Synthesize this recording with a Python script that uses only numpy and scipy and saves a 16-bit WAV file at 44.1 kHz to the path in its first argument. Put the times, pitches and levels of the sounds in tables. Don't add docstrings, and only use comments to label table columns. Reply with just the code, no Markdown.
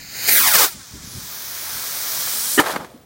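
import sys
import numpy as np
from scipy import signal
from scipy.fft import rfft, irfft, next_fast_len
from scipy.io import wavfile
from scipy.ndimage import map_coordinates

SR = 44100
rng = np.random.default_rng(int(sys.argv[2]) if len(sys.argv) > 2 else 0)


def transcribe(signal):
    frames = np.atleast_2d(signal).T
    limited = np.clip(frames, -1, 1)
    pcm = np.round(limited * 32767).astype(np.int16)
    wavfile.write(sys.argv[1], SR, pcm)


N = 134505

CATCH_S, LIFT_S, CRUISE_S, BLAST_S, BURNOUT_S = 0.077, 0.272, 0.749, 2.598, 2.6
HANDOVER_S, TOP_HZ = 0.087, 15850


def amp(db):
    return 10 ** (np.asarray(db) / 20)


def unit(x):
    return x / np.sqrt(np.mean(x ** 2) + 1e-20)


def clock():
    return np.arange(N) / SR


def along(points, hz):
    knots_hz, values = np.transpose(points)
    return np.interp(np.log(hz + 1), np.log(knots_hz + 1), values)


def curves(rows):
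    times, *columns = np.transpose(rows)
    return [np.interp(clock(), times, column) for column in columns]


def wobble(rate):
    return map_coordinates(rng.standard_normal(N), [clock() * rate], mode="wrap")


def filtered(x, response):
    size = next_fast_len(N + 8192)
    return irfft(rfft(x, size) * response(np.fft.rfftfreq(size, 1 / SR)), size)[:N]


def noise(colour):
    return unit(filtered(rng.standard_normal(N), lambda hz: amp(along(colour, hz)) * (hz < TOP_HZ)))


def glide(x, speed):
    return map_coordinates(x, [np.cumsum(speed)], mode="wrap")


def fade_in(s, length):
    return np.clip((clock() - s) / length + .5, 0, 1)


def burst(s, rise, t60):
    t = clock() - s
    return np.clip(1 + t / rise, 0, 1) * amp(-60 * np.maximum(t, 0) / t60)


def bursts(rows, rise):
    return sum(amp(db) * burst(s, rise, t60) for s, db, t60 in rows)


def turbulence(flutter_db=0.12, crackle_db=1.14):
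    return unit(amp(flutter_db * wobble(rate=69.77) + crackle_db * wobble(rate=1492)))


def air():
    # peak time in seconds, level in dB, t60 in seconds.
    puffs = [(.01, -46.5, 1), (.76, -38, 0.29), (.955, -34.5, 0.36), (1.06, -40, 0.75),
             (1.175, -34.5, 0.29), (1.76, -42, 0.29)]
    # frequency in Hz, relative level in dB.
    gust_colour = [(30, 5), (110, 2), (220, -2), (400, -14.5), (1500, -58)]
    field_colour = [(30, 2), (140, 3.5), (350, -6.5), (1500, -37), (16000, -50)]
    gusts = noise(gust_colour) * bursts(puffs, rise=0.049)
    return gusts + amp(-53.5 + 1.3 * wobble(rate=15)) * noise(field_colour)


def echoes():
    # time in seconds, level in dB, t60 in seconds.
    near_returns = [(2.612, -23, 0.09), (2.639, -28, 0.12), (2.661, -21, 0.2), (2.696, -25, 0.25),
                    (2.736, -32, 0.22), (2.8, -34.5, 0.24)]
    far_returns = [(2.745, -35, .3), (2.8, -36.5, 0.18), (2.948, -40, 0.202)]
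    # frequency in Hz, relative level in dB.
    echo_colour = [(130, -26), (450, -4), (800, 0.5), (1750, 0), (2500, -11), (16000, -28)]
    tail_colour = [(80, -23), (200, -8), (550, 1), (1000, -6.5), (2000, -14.5), (16000, -25.5)]
    boom_colour = [(100, -20), (205, -5), (330, -13), (900, -49)]
    envelope = sum(amp(db) * burst(s + 0.0028, rise=0.0079, t60=t60) for s, db, t60 in near_returns)
    speed = 2 ** (-1.8 * np.maximum(clock() - BLAST_S, 0))
    sinking = envelope * glide(noise(echo_colour), speed)
    tail = amp(-28.5) * burst(BLAST_S, rise=0.0049, t60=1) * noise(tail_colour)
    booms = bursts(far_returns, rise=0.014) * noise(boom_colour)
    return sinking + tail + booms


def sparks():
    # time in seconds, level in dB.
    levels = [(2.63, -37.5), (2.69, -25.5), (2.78, -42), (2.88, -55.5), (3.05, -59)]
    # frequency in Hz, relative level in dB.
    colour = [(800, -11), (3000, 2), (7000, -4), (15500, -5)]
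    level_db, = curves(levels)
    sputter = noise(colour) * turbulence(flutter_db=2, crackle_db=3)
    return amp(level_db) * sputter * fade_in(BLAST_S, 0.0098)


def star_pops():
    # peak time in seconds, level in dB, t60 in seconds.
    pops = [(2.761, -15, 0.039), (2.847, -26, 0.028)]
    # frequency in Hz, relative level in dB.
    colour = [(100, -20), (350, 3), (1400, -2), (2500, -12.5), (12000, -29.5)]
    return noise(colour) * bursts(pops, rise=0.0016)


def spits():
    # peak time in seconds, level in dB, t60 in seconds.
    flares = [(.288, -16, 0.046), (2.274, -26, 0.048)]
    # frequency in Hz, relative level in dB.
    colour = [(100, -25), (500, 1), (1500, 5), (4500, -6), (12000, -19)]
    return noise(colour) * bursts(flares, rise=0.0023)


def ignition():
    # frequency in Hz, relative level in dB.
    colour = [(400, -11.5), (1300, 0.5), (2400, -2), (4600, 2), (7200, -.5), (9400, -7), (12500, -4.5),
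              (15400, 0.5)]
    hiss = noise(colour)
    treble = filtered(hiss, lambda hz: hz > 8000)
    age_s = np.clip(clock(), CATCH_S, LIFT_S) - CATCH_S
    swell = (hiss - treble) * amp(77.5 * age_s) + treble * amp(-3.5 + 110.5 * age_s)
    return amp(-37.5) * swell * turbulence() * (1 - fade_in(0.33, 0.13))


def over_ground(x, reflectance):
    # time in seconds, lag in ms.
    lags = [(.3, .44), (.35, .48), (.38, .55), (.44, .85), (.5, 1.15), (.55, 1.62), (.65, 2.6), (1.5, 8.8),
            (2.25, 5.9), (2.57, 3)]
    lag_ms, = curves(lags)
    bounced = filtered(x, lambda hz: np.clip(along(reflectance, hz), 0, .9))
    delayed = map_coordinates(bounced, [np.arange(N) - lag_ms * SR / 1000])
    return x + delayed / (1 + (lag_ms / 6) ** 2)


def tilted(x):
    # time in seconds, centre in Hz, depth in dB.
    first_dip = [(.8, 12000, 4), (.99, 10800, 5), (1.06, 8450, 8), (1.12, 7850, 8), (1.2, 7500, 1.5)]
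    second_dip = [(.9, 16000, 1), (1.08, 14000, 3), (1.21, 12300, 4), (1.35, 8000, 4), (1.6, 7560, 3.5),
                  (2.3, 7340, 0.5)]
    width_octaves = 0.17
    hz, t, spectra = signal.stft(x, SR, nperseg=256)
    for dip in first_dip, second_dip:
        s, centre, depth_db = np.transpose(dip)
        octaves = np.log2((hz[:, None] + 1) / np.interp(t, s, centre))
        spectra *= amp(-np.interp(t, s, depth_db) * np.exp(-(octaves / width_octaves) ** 2))
    return signal.istft(spectra, SR, nperseg=256)[1][:N]


def flight():
    # time in seconds, then roar, hiss, upper hiss and sizzle in dB.
    levels = [(.76, -47.5, -41, -44, -53), (.88, -51.5, -42.5, -47.5, -49), (1.0, -49, -41.5, -45, -49),
              (1.12, -47.5, -38, -38.5, -43), (1.32, -43.5, -35.5, -38.5, -34.5),
              (1.72, -37.5, -31.5, -32.5, -31), (2.22, -36, -27, -29, -26), (2.56, -40.5, -27.5, -22, -27)]
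    # frequency in Hz, relative level in dB.
    roar = [(60, -30), (300, -10.5), (1500, 0.5), (2800, -4), (4500, -25.5)]
    hiss = [(900, -21.5), (1900, -19.5), (3300, -1.5), (5800, 4), (7200, 1), (9000, -37)]
    upper_hiss = [(5500, -24), (7700, -1.5), (12000, -7), (14000, -37)]
    sizzle = [(10000, -23), (12500, -7), (15600, -2.5)]
    colours = roar, hiss, upper_hiss, sizzle
    jet = sum(amp(db) * noise(colour) for db, colour in zip(curves(levels), colours))
    burning = fade_in(CRUISE_S, HANDOVER_S) * (1 - fade_in(BURNOUT_S, HANDOVER_S))
    return jet * turbulence() * burning


def launch():
    # time in seconds, then roar, hiss and sizzle in dB.
    levels = [(.278, -34, -25, -22), (.292, -18, -13, -13.5), (.306, -27, -20, -15.5),
              (.35, -23.5, -22.5, -12.5), (.375, -22.5, -19, -13), (.47, -22.5, -18, -16),
              (.53, -24, -20.5, -16), (.542, -20.5, -15.5, -14), (.648, -20.5, -17, -17),
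              (.695, -41, -34.5, -32.5), (.77, -48, -33.5, -43)]
    # time in seconds, centre in Hz.
    roar_pitch = [(.3, 2101), (.45, 1795), (.58, 1280)]
    # frequency in Hz, relative level in dB.
    roar_colour = [(50, -32), (170, -9.5), (380, -9), (620, -4), (1500, 0.5), (2000, -1), (3200, -9.5),
                   (6000, -13)]
    hiss_colour = [(1200, -19.5), (2400, -3.5), (3200, -2.5), (5000, 0.5), (9000, -1.5), (12000, -17)]
    sizzle_colour = [(6000, -36), (9500, -10), (12500, -7), (15500, -2.5)]
    roar_db, hiss_db, sizzle_db = curves(levels)
    centre_hz, = curves(roar_pitch)
    roar = unit(glide(noise(roar_colour), centre_hz / 1500))
    jet = amp(roar_db) * roar + amp(hiss_db) * noise(hiss_colour) + amp(sizzle_db) * noise(sizzle_colour)
    thrust = fade_in(LIFT_S, 0.013) * (1 - fade_in(CRUISE_S, HANDOVER_S))
    return jet * turbulence(flutter_db=0.95, crackle_db=0.5) * thrust


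def blast():
    # frequency in Hz, level in dB, t60 in seconds.
    modes = [(297, -10.5, 0.07), (433, -14.5, 0.065)]
    # frequency in Hz, relative level in dB.
    rip_colour = [(100, -28.5), (290, 4), (430, 2.5), (560, -16), (720, -14), (1000, -10.5), (1600, -3.5),
                  (1900, 7), (2150, -22), (2750, -8), (3050, -3.5), (3400, -21), (16000, -57)]
    crack_colour = [(60, -21), (160, -2.5), (700, 4.5), (1300, 4), (3500, -10.5), (16000, -13.5)]
    rip = amp(-2 + 447 * np.minimum(clock() - BLAST_S, 0)) * noise(rip_colour)
    rip *= fade_in(2.578, 0.0074) * (1 - fade_in(BLAST_S, 0.0046))
    age_s = np.maximum(clock() - BLAST_S, 0)
    thud = sum(amp(db - 60 * age_s / t60) * np.sin(2 * np.pi * hz * age_s) for hz, db, t60 in modes)
    crack = amp(-7) * noise(crack_colour) * burst(BLAST_S, rise=0.001, t60=0.066)
    return rip + thud + crack


def scene():
    # frequency in Hz, reflected share of the amplitude.
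    bank = [(5000, .65), (14000, .42)]
    rice = [(1800, .85), (4500, .38), (14000, .2)]
    grounded = over_ground(ignition(), bank)
    airborne = over_ground(launch() + tilted(flight()) + spits(), rice)
    mono = grounded + airborne + blast() + echoes() + sparks() + star_pops() + air()
    return np.array([mono, mono])


def record(dry):
    # frequency in Hz, gain in dB.
    response = [(25, -14.5), (75, 0.5), (2500, 0), (2640, -6.5), (3100, -1)]
    ceiling = 0.84
    x = filtered(dry[0], lambda hz: amp(along(response, hz)))
    x = x / (1 + np.abs(x / ceiling) ** 6) ** (1 / 6)
    x = filtered(x, lambda hz: hz < TOP_HZ)
    return np.array([x, x])


dry = scene()
out = record(dry)
transcribe(out)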